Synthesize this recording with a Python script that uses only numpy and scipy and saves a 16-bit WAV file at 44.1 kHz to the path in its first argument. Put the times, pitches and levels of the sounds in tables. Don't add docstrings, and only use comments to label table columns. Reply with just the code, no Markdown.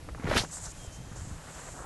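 import sys
import numpy as np
from scipy import signal
from scipy.fft import rfft, irfft
from scipy.io import wavfile
from scipy.ndimage import uniform_filter1d

SR = 44100
rng = np.random.default_rng(int(sys.argv[2]) if len(sys.argv) > 2 else 0)


def put_to_file(sound):
    columns = np.atleast_2d(sound).T
    safe = np.clip(columns, -1, 1)
    whole_steps = np.round(safe * 32767)
    wavfile.write(sys.argv[1], SR, whole_steps.astype(np.int16))


def volts_from_db(level):
    exponent = np.asarray(level, float) / 20
    return 10 ** exponent


N = 81585
TIME = np.arange(N) / SR


def evened(x):
    return x / np.sqrt(np.mean(x ** 2) + 1e-20)


def curve(rows, column=1, before=None):
    rows = np.asarray(rows, float)
    return np.interp(TIME, rows[:, 0], rows[:, column], left=before, right=before)


def colour(x, points):
    f, db = np.transpose(points)
    hz = np.fft.rfftfreq(N, 1 / SR) + 1
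    octaves_outside = np.maximum(np.log2(f[0] / hz), 0) + np.maximum(np.log2(hz / f[-1]), 0)
    gain_db = np.interp(np.log(hz), np.log(f), db) - 14 * octaves_outside
    return evened(irfft(rfft(x) * volts_from_db(gain_db), N))


def band(x, low_hz, high_hz):
    return signal.sosfilt(signal.butter(3, [low_hz, high_hz], "band", fs=SR, output="sos"), x)


def resonate(x, hz, width_hz):
    turn = np.exp(2j * np.pi * np.cumsum(hz * np.ones(len(x))) / SR)
    r = np.exp(-np.pi * width_hz / SR)
    return 2 * (turn * signal.lfilter([1 - r], [1, -r], x / turn)).real


def grains(per_s, spread_db, smooth):
    size_db = spread_db * np.minimum(rng.exponential(1, N), 4)
    clicks = volts_from_db(size_db) * rng.choice([-1., 1.], N) * (rng.random(N) < per_s / SR)
    return evened(clicks) + smooth * rng.standard_normal(N)


def flutter(span_s, depth_db):
    width = max(round(span_s * SR), 2)
    wobble = uniform_filter1d(uniform_filter1d(rng.standard_normal(N), width), width)
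    return volts_from_db(depth_db * evened(wobble))


# frequency in Hz, level in dB per Hz.
FLOOR_TONE = [(88, -13), (150, -3), (416, -16), (490, -25), (567, -10), (1090, -16), (2770, -20.5),
              (3510, -22), (11700, -26), (15200, -51), (22000, -120)]


def background():
    return colour(rng.standard_normal(N) * flutter(0.21, 1.0), FLOOR_TONE) * volts_from_db(-52.5)


def hum():
    return volts_from_db(-58) * evened(resonate(rng.standard_normal(N), 156.8, 2.8))


# time in seconds, gust level in dB.
GUST = [(0, -47), (.09, -40), (.16, -45.5), (.23, -42.5), (.3, -31), (.375, -44), (.42, -41), (.47, -52),
        (.5, -43.5), (.53, -46.5), (.66, -47.5), (.85, -47), (.95, -46), (.99, -43.5), (1.2, -49),
        (1.33, -41), (1.39, -50), (1.85, -47.5)]
# frequency in Hz, level in dB per Hz.
GUST_TONE = [(12, -77), (20, 0), (113, -2.5), (236, -20.5), (285, -11.5), (357, -22), (400, -22),
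             (520, -18), (880, -120)]


def air():
    eddies = rng.standard_normal(N) * flutter(0.0087, 1.6)
    return colour(eddies, GUST_TONE) * volts_from_db(curve(GUST) - 1.0)


# start in
# seconds, peak level in dB, lowest frequency in Hz, highest frequency in Hz, 60 dB decay time in seconds.
TICKS = [(0.088, -32.5, 360, 2540, 0.042), (0.1481, -30, 370, 2820, 0.041), (0.176, -43, 915, 1490, 0.04),
         (0.183, -39.5, 585, 1260, 0.034), (.198, -36.5, 910, 2490, 0.073), (0.225, -41, 890, 2500, 0.078),
         (0.2436, -33.5, 1570, 6400, 0.017), (0.255, -31, 1000, 3300, 0.013), (.267, -33, 700, 2500, .008),
         (0.281, -28, 800, 2480, 0.016), (.298, -29, 500, 2490, .012), (.311, -26, 596, 2160, 0.0088),
         (0.3145, -21.5, 705, 2490, 0.012), (.329, -23, 500, 2520, 0.0071), (.337, -23, 800, 3180, 0.013),
         (0.3693, -10, 1080, 3440, 0.0046), (.3815, -19, 1490, 2300, 0.025),
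         (.396, -18.5, 3300, 4600, 0.0068), (.436, -31, 404, 1070, 0.083), (0.57, -36, 810, 1890, 0.02),
         (0.667, -36, 483, 1930, 0.029), (.846, -39, 286, 810, 0.019), (1.1614, -40, 251, 1460, 0.006),
         (1.773, -40, 497, 990, 0.018), (1.791, -36, 650, 1481, 0.016), (1.824, -38, 497, 1200, 0.018),
         (1.843, -41, 795, 1530, 0.036)]


def ticks():
    out, t = np.zeros(N + 4000), np.arange(4000) / SR
    for s, db, low_hz, high_hz, t60 in TICKS:
        crackle = rng.standard_normal(4000) * volts_from_db(-60 * t / max(t60, .004))
        push = (t == 0) * 13.0 + crackle
        push = signal.lfilter([1], [1, -.85], push)
        low_pass = signal.butter(6, high_hz, fs=SR, output="sos")
        tick = signal.sosfilt(low_pass, band(push, low_hz, high_hz))
        out[round(s * SR):][:4000] += volts_from_db(db) * tick / abs(tick).max()
    return out[:N]


# start in seconds, level in dB, pitch in Hz, 60 dB decay time in seconds.
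THUMPS = [(0.111, -41.5, 64.3, 0.27), (0.196, -36, 244, 0.027), (0.243, -27.5, 183, 0.039),
          (0.255, -31, 161, 0.05), (0.2762, -18.5, 340, 0.0053), (.2885, -28, 407, 0.015),
          (.3132, -23.5, 580, 0.012), (0.3167, -24, 590, 0.019), (0.329, -33, 294, 0.033),
          (0.354, -25.5, 424, 0.018), (0.3578, -29, 300, 0.032), (0.367, -19.5, 107, 0.018),
          (0.3704, -25.5, 280, 0.016), (.384, -36, 284, 0.025), (0.404, -26.5, 111, 0.032),
          (0.4362, -30, 306, 0.012), (0.876, -35.5, 69, 0.074), (0.973, -47, 153, 0.086),
          (.985, -39, 130, 0.021), (1.002, -36, 131, 0.044), (1.045, -42, 91, 0.037),
          (1.1146, -36.5, 146, 0.028), (1.131, -38, 99, 0.036), (1.1615, -41.5, 520, 0.0056),
          (1.172, -42, 121, 0.073), (1.187, -38.5, 69.4, 0.12), (1.217, -34, 85.6, 0.04),
          (1.23, -39.5, 111, 0.064), (1.252, -37, 119, .03), (1.263, -42, 90, 0.033),
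          (1.273, -32.5, 111, 0.024), (1.295, -50, 99, 0.023), (1.312, -33, 118, 0.029),
          (1.322, -34.5, 71.5, 0.067), (1.804, -45.5, 69, 0.097)]


def thumps():
    out, t = np.zeros(N + 4000), np.arange(4000) / SR
    for s, db, hz, t60 in THUMPS:
        rise = np.minimum(t * hz / 0.33, 1)
        decay = volts_from_db(db + 8 - 60 * t / t60)
        out[round(s * SR):][:4000] += np.sin(2 * np.pi * hz * t) * rise * decay
    return out[:N]


# time in seconds, drag force in dB.
DRAG = [
    (.17, -68),
    (.235, -44.5),
    (.272, -40.5),
    (.285, -38.5),
    (.325, -34),
    (.345, -38),
    (.372, -28.5),
    (.413, -41.5),
    (.452, -49),
    (.47, -63),
]
# frequency in Hz, level in dB per Hz.
DRAG_TONE = [(35, -24), (60, -5), (167, -8), (583, -6), (1210, -9), (1680, -8), (6000, -42), (7800, -66),
             (13200, -120)]


def drag():
    slips = grains(2500, 2.0, 1.1) * flutter(.006, 2.6)
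    return volts_from_db(1.5) * colour(slips, DRAG_TONE) * volts_from_db(curve(DRAG, before=-120))


# time in seconds, level in dB, centre frequency in Hz.
SWISH = [
    (.24, -72, 2460),
    (.29, -44.5, 2700),
    (.34, -42, 2900),
    (.365, -31.5, 2570),
    (.385, -26.5, 4100),
    (.4, -33.5, 3800),
    (.415, -39, 5000),
    (.445, -47.5, 5800),
    (.475, -73, 6750),
]


def swish():
    source = grains(6000, 3.0, 1.2) * flutter(0.0017, 1.4)
    centre_hz = curve(SWISH, column=2)
    peak = resonate(resonate(source, centre_hz, 3000), centre_hz, 7900)
    return (evened(peak) + volts_from_db(-10.5) * evened(source)) * volts_from_db(curve(SWISH, before=-120))


# time in seconds, breath force
# in dB, centre frequency in Hz.
HISS = [(.44, -52, 6600), (.505, -55, 7200), (.513, -45.5, 7440), (.535, -39.5, 7500), (.585, -43, 7700),
        (.597, -49, 7340), (.622, -46, 7500), (.632, -43, 7500), (.663, -39, 7000), (.67, -48, 6800),
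        (.721, -47, 7150), (.726, -66, 7000),
        (.76, -55, 7200), (.865, -52, 7040), (.878, -62, 6900), (.915, -62, 6700), (.925, -53, 6500),
         (.97, -55, 6600), (.985, -61, 6700), (1.15, -59, 6800), (1.165, -51, 6930), (1.28, -54, 7200),
         (1.38, -59, 7500), (1.5, -56, 7400), (1.54, -51, 7300), (1.7, -50.5, 7300), (1.81, -52, 7400),
         (1.85, -58, 7440)]


def hiss():
    breath = HISS
    width_hz, narrows_s = 2700, .668
    source = grains(6000, 3.2, 1.0) * flutter(0.008, 0.17)
    centre_hz = curve(breath, column=2)
    wide = resonate(resonate(source, centre_hz, width_hz), centre_hz, width_hz)
    narrow = resonate(wide, centre_hz, 2.4 * width_hz)
    tight = np.clip((TIME - narrows_s) / .005, 0, 1)
    throat = band((1 - tight) * evened(wide) + tight * evened(narrow), 3120, 9500)
    skirt = band(source[::-1], 4200, 16000)
    onset = np.clip(TIME / breath[0][0], .1, 1) ** 2
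    return (evened(throat) + volts_from_db(-10.5) * evened(skirt)) * volts_from_db(curve(breath)) * onset


# time in seconds, stir level in dB.
STIR = [(.48, -49.5), (.56, -56), (.67, -52.5), (.72, -64), (1.0, -63), (1.16, -54), (1.3, -56),
        (1.46, -55.5), (1.48, -49.5), (1.51, -50), (1.535, -56), (1.58, -48.5), (1.632, -53), (1.65, -54),
        (1.69, -47), (1.705, -62), (1.73, -48.5), (1.85, -47.5)]
# frequency in Hz, level in dB per Hz.
STIR_TONE = [(300, -4), (650, 0.5), (1300, -1), (1800, -3), (2250, -12.5), (4000, -16)]


def shavings():
    dulls_s, dull_hz = 1.72, 1950
    crackle = colour(grains(1200, 1, 0.99) * flutter(0.0088, 1.5), STIR_TONE)
    muffled = band(band(crackle, 180, dull_hz), 180, dull_hz)
    deep = np.clip((TIME - dulls_s) / 0.031, 0, 1)
    fade_in = np.clip((TIME - STIR[0][0]) / 0.05, 0, 1)
    return ((1 - deep) * crackle + deep * muffled) * volts_from_db(curve(STIR) + 1.0) * fade_in


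# time in seconds, pitch in Hz, level in dB.
BIRD = [
    (.775, 3170, -70),
    (.8, 3240, -61),
    (.845, 3200, -61),
    (.895, 3075, -64),
    (.96, 3120, -64),
    (1.05, 3195, -68),
    (1.13, 3200, -73),
    (1.18, 3190, -80),
    (1.2, 3175, -60),
    (1.225, 3170, -78),
]


def bird():
    hz = curve(BIRD)
    whistle = np.sqrt(2) * np.sin(2 * np.pi * np.cumsum(hz) / SR)
    return whistle * volts_from_db(curve(BIRD, column=2, before=-120)) * flutter(.005, 1.4)


def scene():
    steady = background() + hum() + air()
    swipe = ticks() + thumps() + drag() + swish()
    return (steady + swipe + hiss() + shavings() + bird())[None]


def top_cut(x):
    return signal.sosfilt(signal.butter(12, 11840, fs=SR, output="sos"), x)


def record(dry):
    edge = signal.firwin(1023, 11830, window=("kaiser", 9), fs=SR)[None]
    return top_cut(signal.oaconvolve(dry, edge, "same"))


dry = scene()
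out = record(dry)
put_to_file(out)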